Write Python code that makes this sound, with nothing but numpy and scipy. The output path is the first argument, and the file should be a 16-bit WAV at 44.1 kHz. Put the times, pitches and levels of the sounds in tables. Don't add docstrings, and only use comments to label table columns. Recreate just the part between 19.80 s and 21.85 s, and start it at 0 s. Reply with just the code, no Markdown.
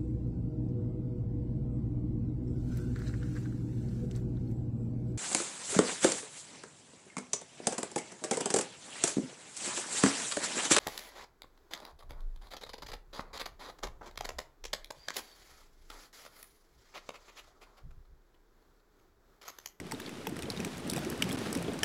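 import sys
import numpy as np
from scipy import signal
from scipy.fft import rfft, irfft, next_fast_len
from scipy.io import wavfile
from scipy.ndimage import uniform_filter1d, map_coordinates

SR = 44100
rng = np.random.default_rng(int(sys.argv[2]) if len(sys.argv) > 2 else 0)


def how_loud(loudness_db):
    steps = np.asarray(loudness_db, float) / 20
    return 10 ** steps


def log_audio(samples):
    frames = np.atleast_2d(samples).T
    limited = np.clip(frames, -1, 1)
    pcm = np.round(limited * 32767).astype(np.int16)
    wavfile.write(sys.argv[1], SR, pcm)


N = 90272


def unit(x):
    return x / np.sqrt(np.mean(x ** 2) + 1e-20)


def along(points, hz):
    f, v = np.transpose(points)
    return np.interp(np.log(hz + 1), np.log(f + 1), v)


def filtered(x, response):
    m = next_fast_len(len(x) + 8192)
    return irfft(rfft(x, m) * response(np.fft.rfftfreq(m, 1 / SR)), m)[:len(x)]


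def delayed(delay_s, gain_db):
    return lambda f: how_loud(gain_db) * np.exp(-2j * np.pi * f * delay_s)


def placed(s, rows):
    at = np.round(np.asarray(s) * SR).astype(int)[:, None] + np.arange(rows.shape[1])
    return np.bincount(at.ravel(), rows.ravel(), N + SR)[:N]


def ring(hz, t60, rise, size):
    t = np.arange(size) / SR
    return np.sin(2 * np.pi * hz[:, None] * t) * how_loud(-60 * t / t60) * (1 - np.exp(-t / rise))


def unsteady(rows, depth, smooth):
    return rows * (1 + depth * unit(uniform_filter1d(rng.standard_normal(rows.shape), size=smooth, axis=1)))


def booms():
    # start in seconds, peak level in dB, panel pitch in Hz.
    near_booms = [(0, -36, 249), (0.125, -38, 375), (0.132, -30, 261), (0.163, -34.5, 265),
                  (0.469, -32.5, 444), (0.523, -36, 257), (0.581, -34, 320), (0.625, -37.5, 344),
                  (0.682, -31.5, 447), (0.736, -40, 334), (0.774, -32.5, 194), (0.791, -33, 404),
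                  (0.795, -28, 204), (0.853, -32, 310), (0.869, -30, 402), (0.886, -30, 257),
                  (1.045, -30, 262), (1.154, -28.5, 329),
                  (1.157, -29.5, 146), (1.162, -29, 496), (1.268, -27, 349), (1.323, -28.5, 250),
                   (1.42, -25.5, 277), (1.473, -31.5, 186), (1.492, -28.5, 258), (1.529, -23, 264),
                   (1.567, -33, 278), (1.606, -28, 220), (1.61, -30, 387), (1.759, -22.5, 266.4),
                   (1.874, -34, 280), (1.88, -26, 410), (1.898, -26, 259), (1.937, -29, 284),
                   (1.959, -31, 337), (2.027, -32, 427)]
    s, db, hz = np.transpose(near_booms)
    boom_s = 0.061
    panel = ring(hz, boom_s, 0.0087, size=4000)
    panel = panel + 0.25 * ring(1.662 * hz, 0.67 * boom_s, 0.005, size=4000)
    return placed(s, how_loud(db + 4.5)[:, None] * unsteady(panel, 0.5, 200))


def desk_top(f):
    # centre in Hz, width in Hz, level in dB.
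    wood_rings = [(5600, 670, 4), (7900, 360, 4.5), (10500, 2700, -2), (13300, 1200, -32),
                  (16800, 4400, -11)]
    total = 0
    for k, (centre, width, db) in enumerate(wood_rings):
        sign = (-1) ** k
        total = total + sign * how_loud(db) * 1j * f * width / (centre ** 2 - f ** 2 + 1j * f * width)
    return total


def slaps():
    # start in seconds, peak level in dB, palm ring in Hz, crack level over the ring in
    # dB, snap pitch in Hz.
    near_slaps = [(0.0004, -26, 2010, -8, 8080), (0.0672, -39.5, 1990, -3, 11000), (0.1118, -26, 2100, -8, 8350),
                  (0.1196, -25, 1930, -0.5, 8000), (0.2006, -26.5, 1650, -6, 12000),
                  (0.2627, -26.5, 3470, -35, 6600), (0.273, -42, 3630, -21, 11600),
                  (0.2929, -30.5, 2640, -6, 7260), (0.4699, -23.5, 2600, -2.5, 13300),
                  (0.494, -33.5, 2210, 0.5, 8640), (0.5662, -28, 1890, -5, 9300),
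                  (0.5905, -28.5, 2940, -4, 7960), (0.6227, -29, 3570, 0.5, 8660),
                  (0.6312, -27.5, 2560, -7, 6900), (0.7018, -21, 4070, -6, 10600), (0.765, -33, 3770, -13, 6600),
                  (0.7736, -26, 3770, -16, 6600), (0.8018, -25, 2500, -7, 7260), (0.8476, -22.5, 2320, 0, 8260),
              (0.971, -41, 2080, 5.5, 7400), (0.98, -35.5, 2550, 3.5, 6650), (1.076, -34, 1620, 2.5, 9300),
              (1.0986, -26, 5370, 9, 9200), (1.111, -31.5, 3560, 1, 8560), (1.1342, -26, 2240, 2.5, 10500),
              (1.1625, -25, 2500, 2, 7750), (1.171, -27.5, 3720, -5, 10900), (1.1789, -29.5, 2290, 0, 8400),
              (1.1898, -35.5, 3430, 4, 13300), (1.2485, -35, 2240, 4.5, 7000),
              (1.3001, -34, 5730, 9.5, 11400), (1.3248, -26, 1650, -18, 7400),
              (1.3772, -41, 1860, 6.5, 9000),
                  (1.4106, -33, 1760, -20, 8830), (1.4222, -11, 2950, -5.5, 7830), (1.4909, -30, 2550, 2.5, 7800),
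            (1.498, -25, 2110, -8, 8790), (1.5178, -26.5, 1480, -0.5, 7900),
            (1.5272, -31.5, 4080, 7.5, 9470), (1.588, -34, 3300, 3.5, 9300), (1.728, -29.5, 5420, 7, 8360),
            (1.751, -24.5, 1890, 1, 9140), (1.773, -31, 2520, 2.5, 7900), (1.825, -37.5, 3100, 10, 8640),
            (1.934, -40, 1540, 8.5, 8450), (1.99, -35, 2400, 3.5, 8300), (2.0321, -12, 3030, -3, 7880)]
    s, db, hz, crack_db, snap_hz = np.transpose(near_slaps)
    ring_s, crack_s, snap_s, rise_s, tail_s = 0.01, 0.0052, 0.0055, 0.00046, 0.061
    t = np.arange(1600) / SR
    noise = rng.standard_normal((len(s), 4, len(t)))
    rough = 1 + uniform_filter1d(noise[:, 2:], size=12, axis=2)

    flat = hz[:, None] < 3200
    modes = 0
    for ratio, gain in [(0.997, 0.82), (0.8, 0.5 * flat), (0.5795, 0.31 * flat), (1.314, 0.5 * ~flat)]:
        modes = modes + gain * ring(ratio * hz, ring_s, rise_s, size=1600)
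    contact = 1 - np.exp(-(t / 0.00028) ** 2)
    palm = placed(s, how_loud(db - 0.5)[:, None] * rough[:, 0] * modes * contact)

    crack_level = how_loud(db + crack_db + 10.5)[:, None]
    snap_rows = rough[:, 1] * ring(snap_hz, snap_s, rise_s, size=1600)
    snap = placed(s, crack_level * how_loud(-12) * snap_rows)
    burst = how_loud(-60 * t / crack_s) * (1 - np.exp(-(t / 0.0011) ** 2))
    crack = filtered(placed(s, crack_level * noise[:, 0] * burst), desk_top) + snap

    hard = how_loud(np.clip(0.34 * (db + 27), -20, 0))[:, None]
    finger_crack = filtered(placed(s, hard * crack_level * noise[:, 1] * burst), desk_top)
    fingers = filtered(finger_crack + 0.4 * palm, delayed(0.0032, -7))

    wall = delayed(0.0188, -13)
    echo = filtered(crack + 0.51 * palm + 0.4 * fingers, lambda f: wall(f) / (1 + (3800 / (f + 1)) ** 4))
    rattle = placed(s, how_loud(db - 13)[:, None] * how_loud(-60 * t / tail_s) * noise[:, 3])
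    rattle = filtered(rattle, lambda f: f / (f + 900) / (1 + (f / 5000) ** 2))
    return palm + crack + fingers + echo + rattle


def hall_colour(f):
    # pitch in Hz, level in dB per Hz.
    wash_curve = [(15, -45), (25, 1), (43, -12.5), (244, -0.5), (597, -8.5), (3390, -17), (10600, -28),
                  (13900, -38.5), (16400, -37)]
    return how_loud(along(wash_curve, f))


def far_thumps():
    u = rng.random((int(220 * N / SR), 2))
    pitch = np.clip(320 * np.exp(0.432 * rng.standard_normal(len(u))), 140, 900)
    rows = ring(pitch, 11 / pitch[:, None], 0.00037, size=4000)
    return unit(placed(u[:, 0] * N / SR, how_loud(9 * u[:, 1:]) * rows))


def far_slaps():
    v = rng.random((int(130 * N / SR), 3))
    t = np.arange(500) / SR
    burst = rng.standard_normal((len(v), len(t))) * how_loud(-60 * t / 0.024)
    burst = burst + 0.66 * ring(1200 * 4 ** v[:, 2], 0.035, 0.0044, size=500)
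    pats = placed(v[:, 0] * N / SR, how_loud(11 * v[:, 1:2]) * burst)
    return unit(filtered(pats, lambda f: hall_colour(f) / (1 + (900 / (f + 1)) ** 2) / (1 + f / 9000)))


def rumble(effort):
    noise = filtered(rng.standard_normal(N), lambda f: 1 / (1 + (np.log((f + 1) / 78.5) / 0.27) ** 4))
    return how_loud(-15.5) * effort * unit(noise)


def crowd():
    # time in seconds, boom level in dB, slap level in dB.
    effort = [(0.0, -41, -66), (0.06, -47, -60), (0.13, -44.5, -55.5), (0.27, -45.5, -55), (0.44, -46, -55),
              (0.5, -43, -58), (0.57, -41.5, -55.5), (0.69, -40.5, -55), (0.79, -40, -52),
              (0.93, -44.5, -54), (1.05, -40.5, -54.5), (1.18, -38, -51), (1.38, -40.5, -53),
              (1.5, -35.5, -51), (1.67, -39, -48), (1.85, -36.5, -53), (2.05, -42, -53)]
    s, boom_db, slap_db = np.transpose(effort)
    t = np.arange(N) / SR
    boom = how_loud(np.interp(t, s, boom_db))
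    slap = how_loud(np.interp(t, s, slap_db))
    wash = unit(filtered(rng.standard_normal(N), hall_colour))
    low = filtered(wash, lambda f: 1 / (1 + (f / 800) ** 2))
    swell_db = map_coordinates(rng.standard_normal(40), [t * 14])
    dull = boom * (how_loud(-2.5) * far_thumps() + how_loud(-3.5) * low)
    bright = slap * (how_loud(-1.5) * far_slaps() + how_loud(7 + swell_db) * (wash - low))
    return dull + rumble(boom) + bright


def hall(x):
    # pitch in Hz, time to fall 60 dB in seconds.
    fading = [(150, 0.47), (1000, 0.98), (4000, 0.27), (12000, 0.48)]
    hz, t, z = signal.stft(rng.standard_normal(SR // 2), SR, nperseg=256)
    tail = signal.istft(z * how_loud(-60 * t / along(fading, hz)[:, None]), SR, nperseg=256)[1]
    return signal.fftconvolve(np.pad(x, (300, 0)), tail / np.linalg.norm(tail))[:N]


def ticks():
    # start in seconds, peak level in dB, pitch in Hz.
    short_rings = [(0.1206, -30, 4610), (0.1468, -37, 3720), (0.199, -37, 3620), (0.2005, -36, 14400),
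                   (0.2179, -39, 3800), (0.26, -40, 4300), (0.372, -44, 5700), (0.4692, -34, 3380),
                   (0.468, -45, 5970), (0.6566, -38, 3100), (0.701, -29, 4520), (0.701, -30, 5230),
                   (0.7195, -35, 4740), (0.8018, -33, 5830), (0.85, -28.5, 6050), (0.8483, -37, 3980),
                   (0.9318, -44, 3950), (1.003, -34, 9000), (1.069, -34, 8300), (1.069, -44, 2740),
                   (1.078, -35, 11500), (1.097, -30.5, 3840), (1.099, -30, 4600), (1.1175, -28, 8600),
                   (1.1345, -35, 4800), (1.164, -38.5, 13300), (1.2346, -49, 3350), (1.4237, -19, 3006),
                   (1.424, -21, 10700), (1.5105, -30.5, 3350), (1.574, -42, 3220), (1.7283, -28, 5390),
                   (1.7506, -36, 3790), (1.8255, -35, 9250), (1.8113, -46, 3370), (1.8477, -39, 3300),
                   (1.8816, -39, 3400), (1.9165, -40, 3740), (1.9906, -36, 6000), (2.032, -26, 1754),
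                   (2.033, -21, 5580), (2.0355, -15, 10500)]
    s, db, hz = np.transpose(short_rings)
    rows = ring(hz, 36 / hz[:, None], 0.00086, size=900)
    return placed(s, how_loud(db + 5)[:, None] * unsteady(rows, 0.54, 20))


def cupped_knocks():
    # start in seconds, peak level in dB, pitch in Hz.
    knocks = [(0.122, -35, 882), (0.469, -33.5, 870), (1.179, -35.5, 720), (2.033, -37.5, 880)]
    s, db, hz = np.transpose(knocks)
    return placed(s, how_loud(db + 5.5)[:, None] * ring(hz, 0.032, 0.00023, size=2000))


def desk_frames():
    # start in seconds, peak level in dB, pitch in Hz.
    deep_booms = [(0.123, -38, 160), (0.14, -44, 81), (0.275, -37.5, 245), (0.47, -34.5, 186),
                  (0.5, -36, 118), (0.704, -34.5, 106), (0.821, -29, 190), (0.861, -35, 190),
                  (0.9, -37, 218), (0.84, -36, 70.5), (0.951, -38, 79), (1.105, -41, 82), (1.2, -30, 145),
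                  (1.395, -31.5, 195.4), (1.431, -28, 184), (1.515, -32, 188), (1.52, -33, 129),
                  (1.77, -23.5, 173), (1.797, -36, 161), (1.8, -44, 73.5), (1.965, -33, 171),
                  (2.026, -34, 183)]
    s, db, hz = np.transpose(deep_booms)
    return placed(s, how_loud(db + 3.5)[:, None] * ring(hz, 0.1, 0.014, size=6000))


def scene():
    near = slaps() + ticks() + booms() + cupped_knocks() + desk_frames()
    return (near + how_loud(-20.5) * hall(near) + crowd())[None]


def starved(x):
    # start in seconds, end in seconds, lowest lost pitch in Hz.
    treble_gaps = [(.245, .272, 14000), (.458, .467, 14600), (.474, .49, 14800), (.606, .62, 13200),
                   (.705, .712, 14800), (.836, .846, 14500), (1.102, 1.115, 14800), (1.428, 1.437, 14000),
                   (2.02, 2.029, 14000)]
    t = np.arange(N) / SR
    lost = 0
    for start, end, hz in treble_gaps:
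        gate = uniform_filter1d(((t > start) & (t < end)) * 1.0, size=90)
        lost = lost + gate * filtered(x, lambda f: f > hz)
    return x - lost


def link_band(f):
    top = how_loud(-8 * np.clip((f - 15000) / 1000, 0, 2)) * (f < 16000)
    return top * (0.16 + 0.89 / (1 + (58 / (f + 1)) ** 6))


def low_pass(x):
    return signal.sosfilt(signal.butter(12, 16500, fs=SR, output="sos"), x)


def record(dry):
    t = np.arange(N) / SR
    drop_from_s, drop_to_s, fade_s = 1.5622, 1.5707, 0.0008
    gap = np.clip(np.minimum(t - drop_from_s, drop_to_s - t) / fade_s, 0, 1)
    sent = starved(filtered(dry[0], link_band)) * how_loud(-18 * gap)
    return low_pass(sent[None] - 0.001)


dry = scene()
out = record(dry)
log_audio(out)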